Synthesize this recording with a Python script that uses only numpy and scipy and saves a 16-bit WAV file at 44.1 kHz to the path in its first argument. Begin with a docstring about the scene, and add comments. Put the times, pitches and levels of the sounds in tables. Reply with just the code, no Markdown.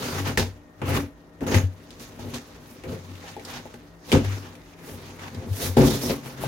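"""Opening a cardboard box

A blade slits the tape of a cardboard box on a carpet; hands pull the flaps open and stiff paper rustles.
Rubbing and tearing are dense random clicks, heard directly in coloured bands and through damped panel modes.
Tape and board let go in resonant snaps; thuds are one low, wandering tone of the air inside the box.
A small furnished room adds a short tail, rumble, hiss and a faint appliance hum. A two-port phone microphone
hears it close by, its ports alike in the bass, unlike through the middle and alike again in the high treble."""
import sys
import numpy as np
from scipy import signal
from scipy.fft import rfft, irfft, next_fast_len
from scipy.io import wavfile
from scipy.ndimage import uniform_filter1d

SR = 44100
rng = np.random.default_rng(int(sys.argv[2]) if len(sys.argv) > 2 else 0)


def transcribe(signal):
    """Save signal, clipped to [-1, 1], as a 16-bit WAV file at the path in sys.argv[1]."""
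    frames = np.atleast_2d(signal).T
    limited = np.clip(frames, -1, 1)
    pcm = np.round(limited * 32767).astype(np.int16)
    wavfile.write(sys.argv[1], SR, pcm)


N = 285327
SIZE = next_fast_len(N + SR)  # transform length, padded so that tails do not wrap round
HZ = np.arange(SIZE // 2 + 1) * SR / SIZE + 1  # 1 Hz up, so that its logarithm exists

# Steady noise of the room. Each row: frequency in Hz, relative density in dB per Hz.
AIR_COLOUR = [(25, 3.5), (64, 10.5), (100, -24), (290, 0), (400, -3), (1200, -11.5), (2000, -18.5),
              (7000, -95), (16000, -61)]
AIR_DB = -51.5
# Tones of the appliance. Each row: mean frequency in Hz, level before wavering in dB rms.
HUM_TONES = [(166.9, -57.5), (290.7, -58.5), (619.1, -64), (1857, -69)]

# Strokes of blade, fingers and paper on board. Each row: time of full level in seconds, rise in seconds,
# hold in seconds, then the levels of panels, dull rub, bright rasp and fine hiss in dB.
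STROKES = [(0.0, .01, 0.2, -32.5, -35.5, -40.5, -43), (0.273, 0.078, 0.016, -26, -31, -37.5, -41.5),
           (0.374, 0.0021, 0.0099, -18.5, -25.5, -27.5, -33),
           (0.818, 0.0027, 0.0029, -23.5, -35.5, -58, -68), (0.893, 0.092, 0.012, -23.5, -31, -40.5, -40.5),
           (0.946, 0.075, 0.027, -23, -30.5, -37.5, -39.5), (1.418, 0.022, 0.022, -27, -46, -55.5, -57),
           (1.47, 0.0087, 0.027, -24, -37.5, -42.5, -42), (1.517, 0.018, 0.052, -21, -30.5, -35, -38.5),
           (2.006, 0.049, 0.023, -44, -50, -47.5, -50), (2.191, .006, 0.16, -39, -52.5, -54.5, -56),
           (2.339, .006, 0.019, -43, -41, -40, -49), (2.703, 0.14, 0.021, -68, -61, -64, -53.5),
           (2.839, 0.0071, 0.013, -34.5, -47, -65, -58), (2.898, 0.068, 0.041, -31.5, -46, -52.5, -54),
           (3.288, 0.35, 0.022, -60, -45.5, -48.5, -59), (3.49, 0.14, 0.086, -43, -40.5, -45, -52),
           (4.098, 0.1, 0.011, -39, -43, -43.5, -48.5), (4.128, 0.0049, 0.024, -13.5, -26, -32, -43),
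           (4.24, 0.037, 0.14, -54, -44, -49, -53.5), (4.453, 0.04, 0.018, -48, -44.5, -56, -63),
           (4.868, 0.16, 0.081, -41.5, -51, -57.5, -51), (5.228, 0.14, 0.035, -47, -41, -50, -60),
           (5.347, .012, 0.17, -38.5, -55, -76, -79), (5.627, 0.16, 0.038, -29, -37, -35, -31),
           (5.769, 0.0051, 0.061, -13, -31.5, -39, -39.5), (5.85, .1, 0.098, -25, -36, -33, -35),
           (6.02, 0.055, 0.075, -30.5, -40, -40, -34.5), (6.097, 0.011, 0.0062, -19.5, -32.5, -37, -61),
           (6.262, 0.082, 0.014, -42, -43, -50, -45.5), (6.411, 0.024, 0.026, -37, -40.5, -50, -43)]
STROKE_FALL_S = 0.12
SPAN_DB = 30  # a rise or fall time covers this many dB
# Hands resting and shifting on the box between strokes. Each row: time in seconds, level in dB.
HANDLING = [(1.5, -65.5), (1.75, -59), (2.2, -53.5), (2.8, -57.5), (3.1, -54), (3.7, -55), (4.0, -63.5),
            (4.3, -48.5), (4.65, -59.5), (5.0, -50), (5.5, -53.5), (5.75, -48.5), (6.3, -51.5), (6.47, -41)]
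# Handling levels in dB added for panels, rub, rasp and hiss, in that order.
HANDLING_MIX_DB = [6, 0, -4.5, -8]
HANDLING_BOOM_DB = 0.5  # added for the air in the box

# Damped modes of the panels. Each row: frequency in Hz, relative amplitude in dB, 60 dB decay in seconds.
PANEL_MODES = [(60.6, -17.5, 0.61), (154.6, -2.5, 0.15), (199, -1.5, 0.02), (241.5, 5.5, 0.11),
               (281.3, -2.5, 0.2), (376, 11.5, 0.024), (455, 4.5, 0.029), (506.4, -9, 0.16),
               (638, -9.5, 0.03), (827, -6, 0.037)]
# Colour of the dull rub. Each row: frequency in Hz, relative density in dB per Hz.
RUB_COLOUR = [(450, -20), (750, -6.5), (1300, -7), (2800, -11)]
# Colour of the bright rasp. Each row: frequency in Hz, relative density in dB per Hz.
RASP_COLOUR = [(2700, -16), (3600, 3.5), (5400, 0.5), (6500, -0.5), (7800, -10)]
# Colour of the fine hiss. Each row: frequency in Hz, relative density in dB per Hz.
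HISS_COLOUR = [(6500, -12.5), (8500, -12), (11000, -7), (14500, -10.5)]
# An edge dragged along board or tape rings in one band. Each row: start in seconds, length before
# the fade in seconds, centre in Hz, width of each of two filter passes in Hz, level in dB.
SQUEALS = [(0.052, 0.081, 4780, 1000, -51), (1.47, .13, 6560, 800, -47), (5.85, 0.1, 3530, 1000, -43),
           (6.017, 0.054, 5270, 1810, -38)]

# Palms and flaps shoving the air in the box. Each row: time of full level in seconds, rise in seconds,
# fall in seconds, level in dB.
THUMPS = [(0.22, .2, 0.28, -27), (0.43, 0.12, .16, -25.5), (0.84, 0.055, 0.14, -29),
          (0.92, 0.12, 0.076, -21), (1.04, 0.11, 0.074, -32), (1.5, 0.16, 0.09, -33),
          (1.563, 0.044, 0.087, -9), (1.638, 0.02, 0.12, -17), (2.27, 0.13, 0.081, -33),
          (2.89, 0.073, 0.28, -34.5), (3.14, 0.32, 0.15, -37), (4.158, 0.034, 0.078, -14),
          (4.285, 0.17, 0.2, -21.5), (4.94, 0.071, 0.11, -39.5), (5.25, 0.18, 0.11, -43.5),
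          (5.39, 0.061, 0.026, -25), (5.519, 0.06, 0.069, -18), (5.7, 0.086, 0.21, -24.5),
          (5.83, 0.1, 0.17, -20.5), (5.96, .08, 0.45, -37.5), (6.265, 0.041, 0.054, -33.5),
          (6.46, 0.031, .1, -25)]
# The air in the box rings higher once the last flaps stand open.
CAVITY_HZ, OPEN_HZ, OPENS_S = 95.1, 132.4, 5.77

# Tape and board letting go. Each row: start in seconds, relative level in dB, centre in Hz.
SNAPS = [(0.375, -11.5, 1710), (0.817, -28.5, 890), (1.408, -35.5, 1600), (1.466, -28, 1200),
         (1.545, -13.5, 1800), (1.906, -39.5, 3600), (1.997, -44, 5700), (2.195, -38, 900),
         (2.344, -29, 3200), (2.837, -38.5, 2180), (3.154, -42, 2500), (3.24, -45.5, 740),
         (3.366, -33.5, 805), (3.377, -41.5, 710), (3.396, -38, 2000), (3.45, -33, 4470), (3.656, -39, 900),
         (3.741, -34.5, 1490), (4.118, -15, 2310), (4.125, -16.5, 3000), (4.248, -26, 1400),
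         (4.322, -35, 2210), (4.553, -42.5, 2450), (5.194, -38, 2200), (5.347, -39.5, 4000),
         (5.531, -40, 3000), (5.771, -13, 980), (5.809, -30, 2010), (6.098, -30.5, 584),
         (6.26, -31.5, 1190), (6.437, -26, 766)]
SNAP_Q, SNAP_SLOPE = 3.96, 0.26  # sharpness at 1 kHz; its exponent makes low knocks ring more than high ticks
SNAP_PUSH_DB = 6.5  # drive of the snaps into the panels

ROOM_T60_S, ROOM_DB = 0.22, -12.5

# Likeness of the two ports. Each row: frequency in Hz, likeness from 0 to 1.
PORT_LIKENESS = [(60, 0.86), (300, 1), (700, 0.52), (1400, 0.0956), (6000, 0.12), (9000, 0.83)]
# Shading by the phone's body. Each row: frequency in Hz, left minus right in dB.
PORT_TILT = [(60, -2), (200, 2.5), (1300, 0), (2400, 2.5), (4400, -2), (6800, -10), (9000, 0.5)]
BASS_CUT_HZ, TOP_HZ = 50.6, 15850
CEILING = 0.95  # full scale is 1


def undb(db):
    """Decibels express the logarithm of an amplitude ratio."""
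    return 10 ** (np.asarray(db) / 20)


def unit(x):
    """Division by the root mean square gives unit power."""
    return x / np.sqrt(np.mean(x ** 2))


def along(table):
    """A spectrum known at a few points is interpolated on a logarithmic frequency axis."""
    hz, value = np.transpose(table)
    return np.interp(np.log(HZ), np.log(hz), value)


def shape(x, gain):
    """A linear filter multiplies the spectrum of a sound."""
    return irfft(rfft(x, SIZE) * gain, SIZE)[..., :N]


def walk(rate):
    """Random fluctuation: 'rate' Gaussian levels a second, joined by slews; spread near 1."""
    k = int(SR / rate)
    steps = np.repeat(rng.standard_normal(N // k + 1), k)
    return uniform_filter1d(steps, k)[:N]


def tone(hz):
    """A sinusoid of rms 1 whose phase is the running sum of its frequency."""
    return np.sqrt(2) * np.sin(2 * np.pi * np.cumsum(hz) / SR)


def swells(s, rise, hold, fall, *levels_db):
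    """Gain of each layer: events rise and fall exponentially, and the powers of separate events add."""
    step = 32  # samples between computed gains
    t = np.arange(0, N + step, step) / SR - s[:, None]
    before = -t / rise[:, None]
    after = (t - hold[:, None]) / fall[:, None]
    distance = np.maximum(np.maximum(before, after), 0)
    power = undb(2 * np.array(levels_db)) @ undb(-2 * SPAN_DB * distance)
    return [np.interp(np.arange(N), np.arange(len(p)) * step, np.sqrt(p)) for p in power]


def air():
    """Stationary noise is coloured as rumble and hiss; hum is a sum of tones wavering in level and pitch."""
    hum = 0
    for hz, db in HUM_TONES:
        level = undb(db + 2.5 * walk(9))
        hum = hum + level * tone(hz * (1 + .012 * walk(30)))
    noise = shape(rng.standard_normal((2, N)), undb(along(AIR_COLOUR)))
    return undb(AIR_DB) * unit(noise) + hum


def handling_db():
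    """The level of continuous contact is interpolated between the tabled times."""
    s, db = np.transpose(HANDLING)
    return np.interp(np.arange(N) / SR, s, db)


def hands():
    """Gains of panels, rub, rasp and hiss: the powers of strokes and quiet handling add."""
    s, rise, hold, *levels_db = np.transpose(STROKES)
    fall = np.full(len(s), STROKE_FALL_S)
    strokes = swells(s, rise, hold, fall, *levels_db)
    return np.hypot(strokes, undb(handling_db() + np.array(HANDLING_MIX_DB)[:, None]))


def slips(spread_db, patchy_db, rate):
    """Stick-slip of fibres: dense clicks of random size in uneven patches; one stream shared, one scattered."""
    excess = np.minimum(rng.exponential(size=N), 6.2)
    size = undb(spread_db * excess + patchy_db * walk(rate))
    return unit(size * rng.standard_normal((2, N)))


def ring(force, modes):
    """Modal resonance: a force excites damped sinusoids; a steady random force of rms 1 gives rms 1."""
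    t = np.arange(SR // 2) / SR
    body = sum(undb(db) * np.sin(2 * np.pi * hz * t) * 1000. ** (-t / t60) for hz, db, t60 in modes)
    return shape(force, rfft(body / np.sqrt(np.sum(body ** 2)), SIZE))


def scrape(clicks, colour, drift_db):
    """Moving contact filters the clicks: each third of an octave swells and fades independently."""
    low, high = np.log2(colour[0][0]), np.log2(colour[-1][0])
    total = 0
    for centre in np.arange(low, high + .2, 1 / 3):
        band = np.exp(-((np.log2(HZ) - centre) / .25) ** 2)
        drift = undb(drift_db * walk(24))
        total = total + drift * shape(clicks, band * undb(along(colour)))
    return unit(total)


def squeals(clicks):
    """Stick-slip through one narrow resonance: it starts at once, holds, then fades exponentially."""
    out = np.zeros((2, N))
    for s, length, hz, width, db in SQUEALS:
        part = clicks[:, int(s * SR):int((s + 2 * length) * SR)]
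        peak = signal.iirpeak(hz, hz / width, fs=SR)
        narrow = unit(signal.lfilter(*peak, signal.lfilter(*peak, part)))
        t = np.arange(part.shape[1]) / SR
        fade = undb(-SPAN_DB * np.maximum(t - length, 0) / (length / 2))
        out[:, int(s * SR):][:, :len(t)] += undb(db) * fade * narrow
    return out


def cavity():
    """Cavity resonance: one low tone whose pitch wanders as the walls and flaps shift."""
    s, rise, fall, db = np.transpose(THUMPS)
    thumps = swells(s, rise, 0 * s, fall, db)[0]
    boom = undb(handling_db() + HANDLING_BOOM_DB)
    gain = np.hypot(thumps, boom) * undb(1.8 * walk(25))
    pitch = np.where(np.arange(N) < OPENS_S * SR, CAVITY_HZ, OPEN_HZ) + 3.5 * walk(12)
    low = gain * tone(pitch)
    return np.array([low, low])


def cracks():
    """Impulsive release: a hard tick and short rattle excite the resonance of the board or tape that lets go."""
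    out, t = np.zeros((2, N + SR)), np.arange(SR // 8) / SR
    for s, db, hz in SNAPS:
        decay = np.exp(-t / 0.0036) + undb(-4.0) * np.exp(-t / 0.02)
        rattle = decay * rng.standard_normal((2, len(t)))
        burst = rattle + undb(21.5) * (t == 0)  # the tick is one sample
        peak = signal.iirpeak(hz, SNAP_Q * (1000 / hz) ** SNAP_SLOPE, fs=SR)
        level = undb(db) * np.sqrt(SR / 4 / hz)  # makes up for the narrower bands of low snaps
        out[:, int(s * SR):][:, :len(t)] += level * signal.lfilter(*peak, burst)
    return out[:, :N]


def box():
    """Superposition: friction and snaps drive the panels, while the contact itself scrapes, rasps and hisses."""
    snaps = cracks()
    shake, rub, rasp, hiss = hands()
    drum = ring(shake * slips(2.5, 2.0, 60) + undb(SNAP_PUSH_DB) * snaps, PANEL_MODES)
    clicks = slips(2.6, 1.8, 90)
    fizz = unit(shape(slips(0.49, 2.0, 70), undb(along(HISS_COLOUR))))
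    board = rub * scrape(clicks, RUB_COLOUR, 2.4) + rasp * scrape(clicks, RASP_COLOUR, 2.2)
    return cavity() + drum + board + hiss * fizz + snaps + squeals(clicks)


def room(dry):
    """Reverberation: walls and shelves return a diffuse, exponentially decaying tail."""
    t = np.arange(SR // 2) / SR
    noise = rng.standard_normal((2, len(t))) * (t > .004)  # the first returns come after 4 ms
    tail = noise * 1000. ** (-t / ROOM_T60_S)
    tail = tail / np.sqrt(np.sum(tail[0] ** 2))
    above_bass = dry[0] - shape(dry[0], HZ < 130)
    return dry + undb(ROOM_DB) * shape(above_bass, rfft(tail, SIZE))


def scene():
    """Spatial coherence: the ports hear nearly one sound in the bass and high treble;
    between them a scattered share differs."""
    shared, scattered = room(box()) + air()
    alike = np.clip(along(PORT_LIKENESS), 0, 1)
    mid = shape(shared, np.sqrt((1 + alike) / 2))
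    side = shape(scattered, np.sqrt((1 - alike) / 2))
    return np.array([mid + side, mid - side])


def record(dry):
    """Shading by the phone's body tilts the ports; rumble is cut, loud peaks saturate and the top is cut."""
    half = undb(along(PORT_TILT) / 2)
    ports = shape(dry, np.array([half, 1 / half]))
    bass_cut = signal.butter(4, BASS_CUT_HZ, "high", fs=SR, output="sos")
    ports = signal.sosfilt(bass_cut, ports)
    ports = CEILING * np.tanh(ports / CEILING)
    top_cut = signal.ellip(10, .2, 85, TOP_HZ, fs=SR, output="sos")
    return signal.sosfilt(top_cut, ports)


dry = scene()
out = record(dry)
transcribe(out)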